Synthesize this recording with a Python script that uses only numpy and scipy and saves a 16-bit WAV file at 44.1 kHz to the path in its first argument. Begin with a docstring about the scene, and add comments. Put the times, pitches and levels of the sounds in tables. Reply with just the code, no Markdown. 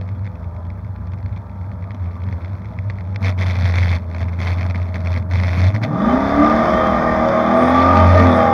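"""Supercharged V8 at the start line

The engine lopes, surges against the brake, then launches; the microphone rides on its flank.
Exhaust orders are sums of sines and the roar is noise pulsed by the firings; both ring the bodywork.
The mount swings near 90 Hz as a rough sine and its housing knocks in each half swing, as struck modes.
A pump hums in steady harmonics; filtered noise gives the wind and road buffet and a thin whistle."""
import sys
import numpy as np
from scipy import signal
from scipy.fft import rfft, irfft
from scipy.io import wavfile
from scipy.ndimage import uniform_filter1d

SR = 44100
rng = np.random.default_rng(int(sys.argv[2]) if len(sys.argv) > 2 else 0)


def to_wav(sig):
    """Store sig (one row per channel, or 1-D mono) as 16-bit WAV at the path in sys.argv[1].

    Samples outside -1..1 are clipped; the rate is SR.
    """
    pcm = np.clip(np.atleast_2d(sig), -1, 1) * 32767
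    pcm = np.round(pcm).astype(np.int16)
    wavfile.write(sys.argv[1], SR, pcm.T)  # frames by channels


N = 376173

# bodywork resonances: f/Hz, width/Hz, relative level/dB
BODY_MODES = [(90, 6.7, 7.5), (192.5, 45.6, -1.5), (232.6, 16, 3), (292, 16, -14), (539, 44, -8.5),
              (636, 36.7, 2.5), (807, 25.6, 0), (940, 23, -9), (1110, 9, -14), (1188.5, 52.5, 1),
              (1237, 25, -0.5), (1280, 48, -33), (1930, 70, -22.5), (2050, 38, -15)]
# panel behind the mount, rung by knocks and by the idling engine: f/Hz, width/Hz, relative level/dB
PANEL_MODES = [(630, 26, 0), (870, 60, -10), (670, 18, -3), (1090, 20, -11), (1240, 50, -8)]
STAGED_S, LAUNCH_S = 3.15, 5.85  # between these the firing order is heard as the swing of the mount
REST_DB = -61.5  # rattle between surges


def undb(db):
    """Amplitude ratio of a level: 20 dB for each factor of ten."""
    return 10 ** (np.asarray(db) / 20)


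def level(x, db):
    """Normalization of the effective (rms) value to a level."""
    return x * undb(db) / np.sqrt(np.mean(x ** 2))


def read(table):
    """Linear interpolation of a curve's columns, one value a sample."""
    s, *columns = np.transpose(table)
    t = np.arange(N) / SR
    return [np.interp(t, s, column) for column in columns]


def band(x, hz, width):
    """Simple resonance with unit gain at its centre."""
    return signal.lfilter(*signal.iirpeak(hz, hz / width, fs=SR), x)


def modes(x, table):
    """Modal superposition: successive modes have opposite sign, which leaves notches between neighbours."""
    out = 0
    for k, (hz, width, db) in enumerate(table):
        out = out + (-1) ** k * undb(db) * band(x, hz, width)
    return out


def colour(x, points):
    """Spectral shaping by a gain curve, straight in dB over log frequency."""
    hz, db = np.transpose(points)
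    f = np.arange(N // 2 + 1) * SR / N + 1
    gain = undb(np.interp(np.log(f), np.log(hz), db))
    return irfft(rfft(x) * gain, N)


def walk(rate):
    """Slow random modulation: levels held 1 / rate s and smoothed twice; spread near 1."""
    hold = int(SR / rate)
    held = np.repeat(rng.standard_normal(N // hold + 1), hold)
    return 1.32 * uniform_filter1d(uniform_filter1d(held, hold), hold)[:N]


def noise_band(noise, hz, width):
    """Narrow-band noise of unit rms: two equal resonances in series."""
    return level(band(band(noise, hz, width), hz, width), 0)


def air():
    """Turbulence as low band noise with a wavering level, and a whistle as narrow-band noise."""
    # road and wind buffet: t/s, level/dB
    buffet = [(0, -45.5), (5.85, -56), (6.07, -28.5), (6.41, -24.5), (6.52, -30), (6.69, -30.5),
              (6.76, -26), (7.23, -29), (7.39, -33), (7.72, -44), (8.13, -38), (8.53, -40)]
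    # thin whistle: start t/s, end t/s, level/dB
    whistle = [(7.539, 7.736, -40.5), (8.282, 8.407, -43)]
    whistle_hz = 8910
    t = np.arange(N) / SR
    low = band(band(rng.standard_normal(N), 70, 22), 68, 27) * undb(3.1 * walk(4.2))
    low = level(low, 0) + level(band(rng.standard_normal(N), 28, 14), -11)
    thin = level(band(band(rng.standard_normal(N), whistle_hz, 117), whistle_hz, 200), 0)
    gate = sum(undb(db) * np.clip(np.minimum(t - a, b - t) / .03, 0, 1) for a, b, db in whistle)
    return undb(read(buffet)[0]) * level(low, 0) + gate * thin


def stray():
    """Frequency-modulated sines: two short wavering tones that do not follow the revs."""
    # one curve for each tone: t/s, f/Hz, mean level/dB
    tones = [
        [(5.45, 292, -51), (5.6, 298, -34.5), (5.8, 298, -40.5), (5.92, 296, -24.5), (6.05, 294, -32)],
        [(8.15, 445, -29.5), (8.25, 462, -23), (8.4, 500, -30), (8.53, 535, -27)],
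    ]
    out = 0
    for rows in tones:
        (start_s, start_hz, _), (end_s, end_hz, _) = rows[0], rows[-1]
        faded = [(start_s - .05, start_hz, -80)] + list(rows) + [(end_s + 0.053, end_hz, -80)]
        hz, db = read(faded)
        tone = np.sin(2 * np.pi * np.cumsum(hz) / SR)
        out = out + np.sqrt(2) * undb(db + 3.8 * walk(30)) * tone
    return out


def pump():
    """Harmonic series: an electric pump buzzes on multiples of its nearly steady shaft rate."""
    shaft_hz = 83.9
    # multiple of the shaft rate, level/dB before a common gain of 0.5 dB
    harmonics = [(2, -42), (4, -59), (5, -58), (6, -56), (7, -53), (10, -57), (11, -56), (12, -58),
                 (14, -59), (16, -62)]
    turn = 2 * np.pi * np.cumsum(shaft_hz * (1 + 0.001983 * walk(2.017))) / SR
    out = 0
    for k, db in harmonics:
        out = out + np.sqrt(2) * undb(db + 0.5 + 3 * walk(9)) * np.sin(k * turn + k * k)
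    return out


def knocks():
    """Impulse sequence: time, level and sharpness of lone knocks, clear ones fixed and soft ones random."""
    # clearest single knocks of the housing: t/s, relative level/dB
    clear = [(0.012, -23.5), (0.0215, -33), (0.0342, -43), (0.078, -39), (0.089, -31), (0.1002, -44),
             (0.1501, -39), (0.1929, -43), (0.2453, -37), (0.2541, -30), (0.2647, -27), (0.2738, -30),
             (0.3547, -33), (0.4228, -43), (0.4422, -38), (0.5637, -35), (0.6505, -35), (0.6666, -41),
             (0.702, -32), (0.713, -43), (0.846, -39), (0.9608, -33), (1.0712, -34.5), (1.079, -40),
             (1.1187, -32), (1.1346, -29), (1.1407, -39), (1.1757, -42), (1.1856, -35), (1.2016, -41),
             (1.2277, -37), (1.2603, -27.5), (1.2804, -39), (1.292, -40), (1.3268, -37), (1.3373, -44),
             (1.3618, -31), (1.3692, -37), (1.374, -29), (1.4674, -40), (1.4953, -37), (1.6127, -38),
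             (1.7154, -34), (1.824, -35), (1.8298, -45), (1.8407, -34), (1.9064, -27.5), (1.9164, -29),
             (1.9456, -28), (2.0218, -41), (2.0421, -35), (2.0578, -38), (2.0733, -43), (2.1069, -39),
             (2.1137, -36), (2.2045, -39), (2.2177, -33), (2.2373, -26.5), (2.275, -35), (2.2862, -26),
             (2.3156, -37), (2.3253, -25), (2.3335, -38), (2.3706, -44), (2.4073, -38), (2.4176, -34),
             (2.446, -26), (2.4566, -33), (2.4784, -35), (2.4948, -38), (2.5318, -34), (2.5516, -37),
             (2.5827, -36), (2.6188, -35), (2.6455, -35), (2.6553, -33), (2.7356, -34), (2.7878, -26),
             (2.8395, -41), (2.8473, -40), (2.8988, -18.5), (2.9044, -27), (2.914, -39), (2.985, -30),
             (2.9969, -34), (3.0078, -28), (3.0915, -39), (3.1043, -39), (3.1253, -42), (3.1451, -32),
             (3.1596, -14), (3.2394, -20), (3.2451, -15), (3.256, -24), (3.2662, -24), (3.2827, -20),
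             (3.2931, -18), (3.385, -24), (3.4138, -19.5), (3.418, -27), (3.4231, -21), (3.4604, -23),
             (3.4666, -18), (3.5054, -20), (3.5103, -28), (3.552, -26), (3.5564, -20), (3.5676, -24),
             (3.653, -20), (3.6593, -20), (3.6865, -26), (3.697, -20), (3.721, -21), (3.739, -13.5),
             (3.754, -18), (3.7774, -24), (3.7827, -16), (3.8167, -21), (3.8277, -16), (3.833, -17),
             (3.8723, -18), (3.9285, -18), (3.9339, -21), (3.965, -24), (4.022, -36), (4.1259, -34),
             (4.1468, -20.5), (4.1636, -24), (4.2036, -26), (4.2139, -30), (4.227, -25), (4.2524, -32),
             (4.284, -28), (4.2923, -29), (4.3303, -30), (4.3359, -32), (4.3884, -23), (4.4018, -21),
             (4.421, -20), (4.4306, -16.5), (4.4605, -24), (4.4695, -19), (4.4761, -17), (4.5096, -31),
             (4.5207, -29), (4.5803, -26), (4.5927, -25), (4.6103, -19.5), (4.6176, -28), (4.6289, -23),
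             (4.6989, -19), (4.7084, -17.5), (4.746, -21), (4.7575, -19), (4.7797, -30), (4.8165, -27.5),
             (4.8277, -27), (4.8653, -40), (4.8822, -35), (4.8881, -37), (4.8956, -36), (4.9425, -21),
             (4.9537, -29), (4.9647, -26), (5.005, -30), (5.0585, -26), (5.0713, -19), (5.1122, -29),
             (5.1284, -21), (5.1389, -22), (5.1611, -22), (5.1725, -24), (5.181, -26), (5.224, -32),
             (5.3151, -22), (5.324, -26), (5.3351, -24), (5.3505, -24), (5.3553, -15), (5.3853, -21),
             (5.399, -14), (5.4344, -17), (5.4452, -22), (5.4502, -28), (5.4812, -23), (5.49, -21),
             (5.5303, -17), (5.5428, -29), (5.5763, -24), (5.5982, -18), (5.6419, -15), (5.7519, -19),
             (5.762, -16), (5.8319, -19), (5.848, -14.5)]
    soft_count, soft_db, soft_spread_db = 60, -52, 2
    sharp_db, sharp_spread_db = -11.5, 2  # sharp part of any knock, relative to the dull part
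    even = rng.random(soft_count)
    chance = rng.standard_normal((soft_count + len(clear), 2))
    soft = np.transpose([STAGED_S * even, soft_db + soft_spread_db * chance[:soft_count, 0]])
    s, db = np.vstack([soft, clear]).T
    return zip(s, db, np.minimum(sharp_db + sharp_spread_db * chance[:, 1], 0))


def rattle(halves, loose_db):
    """Impact excitation of modes: the loose housing knocks once a half swing, harder on one side, and scrapes."""
    # dull, sharp and thin housing modes: f/Hz, width/Hz, relative level/dB
    housing = [(510, 204, 1), (1210, 600, -4), (2176, 427, 4)]
    # modes of the sharp part of the blows: f/Hz, width/Hz, relative level/dB
    edge_modes = [(3523, 120, 4), (4514, 316, 0.5), (4647, 410, -1.5), (6350, 2100, -9)]
    # modes of the thin scraping noise: f/Hz, width/Hz, relative level/dB
    thin_modes = [(8750, 300, -21), (11560, 160, -20)]
    knock_db, panel_db = 21, -1  # gain of the lone blows; panel ringing
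    count = halves.astype(int)
    chance = np.clip(rng.standard_normal((N // 100, 3)), -2, 1.5)
    # contact falls about 0.3 of the way through each half swing
    since = halves % 1 - np.clip(0.3048 + .08 * chance[count, 0], .05, .9)
    contact = np.diff(1. * (since > 0), prepend=0) > 0
    lopsided_db = np.clip(.8 * (-26 - loose_db), 3, 12)  # gentle swings favour one stop
    size = undb(2.2 * chance[count, 1] - lopsided_db * (count % 2))
    side = 1 - 2 * (count % 2)
    # the scrape swells into the contact and dies away after it
    scrape = size * np.exp(-np.abs(since) / np.where(since > 0, .22, .16)) + .06
    noise = rng.standard_normal(N)
    dull = undb(loose_db + 35) * (side * size * contact + 0.14 * scrape * noise)
    sharp = undb(-6.5 + 1.8 * chance[count, 2]) * dull
    thin = modes(undb(loose_db + 18.0) * noise, thin_modes)

    t, hit_s = np.arange(N // 1000) / SR, 30 / SR
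    burst = 0.17 * np.exp(-np.abs(t - hit_s) / np.where(t > hit_s, .0018, .001))
    for s, db, sharp_db in knocks():
        at = slice(int(s * SR), int(s * SR) + len(t))
        blow = undb(knock_db + db) * ((t == hit_s) + burst * noise[at])
        dull[at] += blow
        sharp[at] += undb(sharp_db) * blow

    edge_band = signal.butter(4, [2900, 6800], "band", fs=SR, output="sos")
    edge = signal.sosfilt(edge_band, modes(sharp, edge_modes))
    body = band(modes(dull, housing), 1300, 2700)
    panel = undb(panel_db) * modes(dull, PANEL_MODES)
    return body + panel + edge + band(thin, 9200, 5000)


def surge():
    """Piecewise-linear envelope in dB: each surge lifts the rattle by a quick rise, a slope, a slower fall."""
    # surges against the brake: start t/s, end t/s, rattle level/dB at start, rattle level/dB at end
    surges = [(3.218, 3.291, -33.5, -29.5), (3.384, 3.433, -35.5, -29.5), (3.459, 3.52, -32, -32),
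              (3.535, 3.571, -32.5, -33.5), (3.588, 3.631, -33, -34.5), (3.645, 3.707, -32, -32.5),
              (3.72, 3.79, -34.5, -27.5), (3.808, 3.958, -30.5, -33), (4.142, 4.168, -46, -45),
              (4.214, 4.23, -36.5, -42), (4.258, 4.34, -47, -49.5), (4.398, 4.532, -32, -33),
              (4.572, 4.674, -37.5, -40), (4.694, 4.708, -40, -39), (4.749, 4.9, -41, -48.5),
              (4.957, 4.962, -32, -38.5), (5.0, 5.018, -45, -46), (5.047, 5.18, -40.5, -36),
              (5.311, 5.687, -35, -29), (5.749, 5.757, -30, -36.5), (5.838, 5.847, -24, -36)]
    rise_db_s, fall_db_s = 1001.5, 447.5
    t, out = np.arange(N) / SR, np.full(N, 1. * REST_DB)
    for a, b, a_db, b_db in surges:
        times = [a - (a_db - REST_DB) / rise_db_s, a, b, b + (b_db - REST_DB) / fall_db_s]
        out = np.maximum(out, np.interp(t, times, [REST_DB, a_db, b_db, REST_DB]))
    return out


def mount(cycle_hz, lift_db):
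    """Oscillation of the mount: a near sine and a rough upper skirt that fades with revs; also half swings."""
    # swing without surges and brief drops: t/s, mean f/Hz, level/dB
    swing_curve = [(0, 94.64, -23), (.6, 90, -25.5), (1.1, 95.35, -26), (1.35, 95.7, -24),
                   (1.6, 91.04, -24), (2.25, 88.87, -22.5), (2.7, 96.7, -25.5), (3.1, 92.94, -22.5),
                   (3.26, 95.34, -21.5), (3.53, 88.75, -23), (3.93, 88.14, -21), (4.1, 84.86, -22),
                   (4.42, 88.16, -24.5), (5.57, 87.9, -23), (5.67, 92.2, -19), (5.85, 116.9, -27),
                   (5.95, 120.5, -20), (5.99, 121.9, -69), (7.6, 83.84, -56), (7.69, 83.1, -27),
                   (7.84, 87.93, -19), (8.02, 88.17, -8.5), (8.28, 90.7, -10.5), (8.36, 89.1, -22),
                   (8.53, 89.6, -26)]
    # brief drops of the swing, at idle, between surges and at launch: t/s, depth/dB, half length/s
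    drops = [(0.23, 3, 0.019), (0.326, 12, 0.034), (0.392, 9, 0.037), (0.519, 13, 0.026), (0.752, 7, 0.065),
             (0.965, 8, 0.052), (1.212, 7.5, 0.044), (1.296, 27, 0.022), (1.487, 14, 0.11),
             (1.77, 10, 0.065), (1.96, 12, 0.047), (2.167, 14, 0.029), (2.4, 16, 0.036), (2.59, 6, 0.046),
             (2.718, 15, 0.059), (3.2, 9.5, 0.03), (3.994, 9, 0.029), (4.047, 7, 0.023), (5.718, 10, 0.026),
             (5.892, 27, 0.041)]
    t, (hz, db) = np.arange(N) / SR, read(swing_curve)
    db = db + lift_db
    for s, depth_db, half in drops:
        db = db - np.interp(t, [s - half, s, s + half], [0, depth_db, 0])
    slow = 11 - cycle_hz  # slow running is less regular
    turns = np.cumsum(hz * (1 + .045 * np.clip(slow, .2, 1) * walk(25))) / SR
    second = undb(-17) * np.clip(slow, .4, 1) * np.sin(4 * np.pi * turns + 1.)
    swing = np.sin(2 * np.pi * turns) + second
    skirt = level(band(band(rng.standard_normal(N), 110.5, 14), 106.0, 17), -11.5) * (9 / cycle_hz) ** 2
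    waver_db = np.clip(15 / cycle_hz, 0, 2) * walk(22.09)
    return np.sqrt(2) * undb(db + waver_db) * (swing + skirt), 2 * turns


def roar(hz, scatter_db):
    """Pulsed turbulence: a puff of gas after each firing rings the bodywork; blower whines and panels rasp."""
    # firing strength of the cylinders in order: level/dB
    cylinders_db = np.array([-8.5, -10.5, -18.0, 0.0, -6.5, -8.5, -10.5, -4.5])
    # gas noise under load, then off load: f/Hz, relative spectral level/dB
    load_colour = [(40, -27), (150, -14), (220, -8.5), (400, -8), (630, -7), (1200, -10.5), (1500, -9),
                   (2150, -17), (2800, -28.5), (3450, -23), (4000, -37), (5200, -32.5), (6500, -36),
                   (8000, -48.5)]
    idle_colour = [(40, -18), (110, -14.5), (185, 1), (260, -7.5), (330, -17), (540, -22.5), (640, -15.5),
                   (730, -19.5), (950, -15.5), (1300, -21), (1700, -25), (2600, -45.5), (3450, -52.5),
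                   (6500, -49), (8000, -48)]
    # blower whine before its resonance: multiple of the engine cycle, relative level/dB
    blower = [(79.4, -29), (73.5, -37), (86.3, -35)]
    # panels that rasp unevenly under load: f/Hz, width/Hz, relative level/dB
    rasp_bands = [(1836, 120, -19.5), (3088, 67, -31), (3490, 300, -28), (4870, 1400, -36.5)]
    # thin bands that flutter at idle: f/Hz, width/Hz, relative level/dB
    flutter_bands = [(3330, 260, -38.5), (4300, 700, -46.5), (5400, 900, -44.5)]
    hiss_db, panel_idle_db, flutter_patchy_db = -40, -4, 6
    firing = np.cumsum(8 * hz) / SR  # eight firings in an engine cycle
    count = firing.astype(int)
    size = undb(cylinders_db[count % 8] + scatter_db * rng.standard_normal(N // 50)[count])
    gas = (.75 + size * np.exp(-(firing % 1) / .4)) * rng.standard_normal(N)
    gas = gas / np.sqrt(uniform_filter1d(gas ** 2, SR // 4))  # even out the slow level

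    turn = 2 * np.pi * np.cumsum(hz * (1 + .011 * walk(60))) / SR
    whine = sum(undb(db + 5 * walk(16)) * np.sin(k * turn) for k, db in blower)
    whine = 2 * band(whine, 3230, 300)
    rasp = sum(undb(db + 4.7 * walk(14)) * noise_band(gas, f, width) for f, width, db in rasp_bands)
    hiss = undb(hiss_db + 2 * walk(11)) * band(gas, 8000, 9000)  # treble hiss of the exhaust gas
    flutter = 0
    for f, width, db in flutter_bands:
        flutter = flutter + undb(db + flutter_patchy_db * walk(22)) * noise_band(gas, f, width)
    panel = undb(2.5 * walk(9)) * level(modes(rng.standard_normal(N), PANEL_MODES), panel_idle_db)

    load = np.clip((hz - 12) / 10, 0, 1)
    idle = level(colour(gas, idle_colour), 5.4) + np.minimum(9 / hz, 1) ** 2 * (panel + flutter)
    # the lowest body mode is left out of the roar
    loaded = level(colour(gas, load_colour), -5.0) + level(modes(gas, BODY_MODES[1:]), -1.5)
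    return load * (loaded + whine + rasp) + (1 - load) * idle + hiss


def body_gain(hz, between_db=-20, low_hz=120):
    """Resonant transmission of a steady tone by the bodywork; the deepest tones hardly radiate."""
    power = sum(undb(2 * db) / (1 + (2 * (hz - f) / width) ** 2) for f, width, db in BODY_MODES)
    return np.sqrt(power + undb(2 * between_db)) / (1 + (low_hz / hz) ** 3)


def lead_db(hz, idle_db, pull_db):
    """Resonance crossing: a leading order is steady at idle and swells on the pull at low resonances."""
    # low resonances that lift the sixth and the firing order: f/Hz, width/Hz, lift/dB
    boom_modes = [(203, 7.1, 5), (226.6, 8.1, 10), (255, 20.7, 12), (293.7, 10, 15)]
    t = np.arange(N) / SR
    boom = 1 + sum(undb(2 * db) / (1 + (2 * (hz - f) / width) ** 2) ** 2 for f, width, db in boom_modes)
    return np.where(t < STAGED_S, idle_db, np.where(t < LAUNCH_S, -60, pull_db + 10 * np.log10(boom)))


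def exhaust(hz, scatter_db, sixth_db, firing_db, rest_db):
    """Fourier series of the engine cycle: wavering orders, louder as they cross a body resonance."""
    # exhaust at the pipe, keyed by multiple of the cycle: relative level/dB
    pipe_db = {1: 2, 2: 0, 3: 1, 4: -4, 5: -1.2, 7: -11, 9: 4, 10: -11, 11: 0.79, 12: 2.4, 13: 2.2, 14: 1,
               15: -6, 16: -0.57, 17: -6, 18: -2.2, 19: -2, 20: 0, 21: -1.4, 22: -6, 26: -4.5, 27: 1.3, 28:
               -2.5, 30: -9.5}
    upper_db, end_order = -7.5, 62  # level of orders not listed; the series stops below end_order
    turn, out = 2 * np.pi * np.cumsum(hz * (1 + 0.002062 * walk(12))) / SR, 0
    step = slice(None, None, 128)  # gains are computed sparsely and interpolated
    for k in sorted(set(range(1, end_order)) - {6, 8}):
        gain = undb(pipe_db.get(k, upper_db)) * body_gain(k * hz[step]) * undb(scatter_db * walk(15))[step]
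        gain = np.interp(np.arange(N), np.arange(N)[step], gain)
        out = out + gain * np.sin(k * turn + 1.26 * rng.standard_normal())
    lead = undb(sixth_db) * np.sin(6 * turn) + undb(firing_db) * np.sin(8 * turn)
    lumpy = undb(np.clip(30 / hz, 1, 3.5) * walk(18))  # slow running is lumpier
    return undb(rest_db - 9.0) * out + np.sqrt(2) * lumpy * lead


def scene():
    """Linear superposition of all sources, driven by the shared speed, load and surge curves."""
    # engine speed: t/s, engine cycle f/Hz
    speed = [(0, 9.1), (0.5, 7.7), (1.0, 8.55), (1.4, 8.4), (2.5, 9.5), (2.9, 7.55), (3.09, 9.5),
             (3.3, 11.6), (3.51, 10.7), (5.49, 10.9), (5.65, 11.5), (5.82, 14.2), (6.16, 32.8),
             (6.28, 34.6), (6.44, 37.2), (6.64, 38.4), (6.84, 40.0), (7.3, 39.5), (7.42, 39.8),
             (7.69, 42.1), (7.81, 43.6), (8.02, 45.6), (8.08, 45.8), (8.15, 45.0), (8.24, 43.5),
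             (8.34, 41.1), (8.4, 40.5), (8.53, 40.0)]
    # load without the surges: t/s, relative level/dB of the clean orders, relative level/dB of the roar
    load_curve = [(0, -38.5, -41), (2, -44, -40), (2.3, -38, -36.5), (2.8, -43, -41), (3.3, -37.5, -38.5),
                  (3.75, -38, -41), (4.3, -35, -38), (5.7, -32, -38.5), (5.8, -31.5, -35), (5.97, -17, -23),
                  (6.13, -14, -14), (6.19, -14, -19.5), (6.43, -10, -14), (6.74, -13, -13.5),
                  (6.99, -12, -16), (7.46, -11, -15.5), (7.64, -9.5, -13.5), (8.43, -10.5, -12),
                  (8.53, -11, -18)]
    # looseness of the mount without the surges: t/s, mean rattle level/dB
    looseness = [(0, -56), (.6, -64), (2.1, -56.5), (2.4, -52.5), (2.8, -58), (3.98, -55), (4.06, -54.5),
                 (4.2, -41.5), (4.33, -59), (4.37, -48), (4.6, -51), (5.2, -49), (5.25, -64), (5.8, -53),
                 (6.12, -46), (6.23, -37.5), (7.39, -48), (7.62, -51.5), (7.76, -33), (7.94, -36),
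                 (7.97, -25), (8.0, -34.5), (8.14, -28.5), (8.28, -30.5), (8.32, -44), (8.53, -52)]
    idle_sixth_db, idle_firing_db = -53, -36.5
    pull_sixth_db, pull_firing_db = -16, -16  # relative to the clean orders
    firing_fade_db_hz, full_hz = 0.79, 37.9  # the firing order weakens as the cycle rate rises
    swing_per_db, roar_per_db = 0.2437, 0.3135  # dB gained for each dB that a surge lifts the rattle
    (hz,), (clean_db, roar_db) = read(speed), read(load_curve)
    surge_db = surge()
    lift_db = surge_db - REST_DB
    swing, halves = mount(hz, swing_per_db * lift_db)
    sixth_db = lead_db(6 * hz, idle_sixth_db, clean_db + pull_sixth_db)
    firing_pull_db = clean_db + pull_firing_db + firing_fade_db_hz * (full_hz - hz)
    firing_db = lead_db(8 * hz, idle_firing_db, firing_pull_db)
    orders = exhaust(hz, 3.82, sixth_db, firing_db, clean_db)
    engine = orders + undb(roar_db + roar_per_db * lift_db - 4.5) * roar(hz, 4.3)
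    loose_db = np.maximum(read(looseness)[0], surge_db) + 1.5 * walk(30)
    return (engine + swing + rattle(halves, loose_db) + pump() + stray() + air())[None]


def record(dry):
    """Filtering and saturation: the port notches and dulls the treble; peaks are rounded and the top cut."""
    # notches of the microphone port: f/Hz, width/Hz
    port = [(2850, 620), (7700, 410)]
    port_depth = .8  # share taken away at the centre of a notch
    port_top_hz, top_hz, hiss_db = 7250, 15700, -76
    for hz, width in port:
        dry = dry - port_depth * band(dry, hz, width)
    low = signal.sosfilt(signal.butter(4, port_top_hz, fs=SR, output="sos"), dry)
    heard = low + undb(-12.0) * (dry - low) + level(rng.standard_normal(N), hiss_db)
    rounded = np.tanh(0.85 * heard) / 0.92
    return signal.sosfilt(signal.ellip(8, .2, 70, top_hz, fs=SR, output="sos"), rounded)


dry = scene()
out = record(dry)
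to_wav(out)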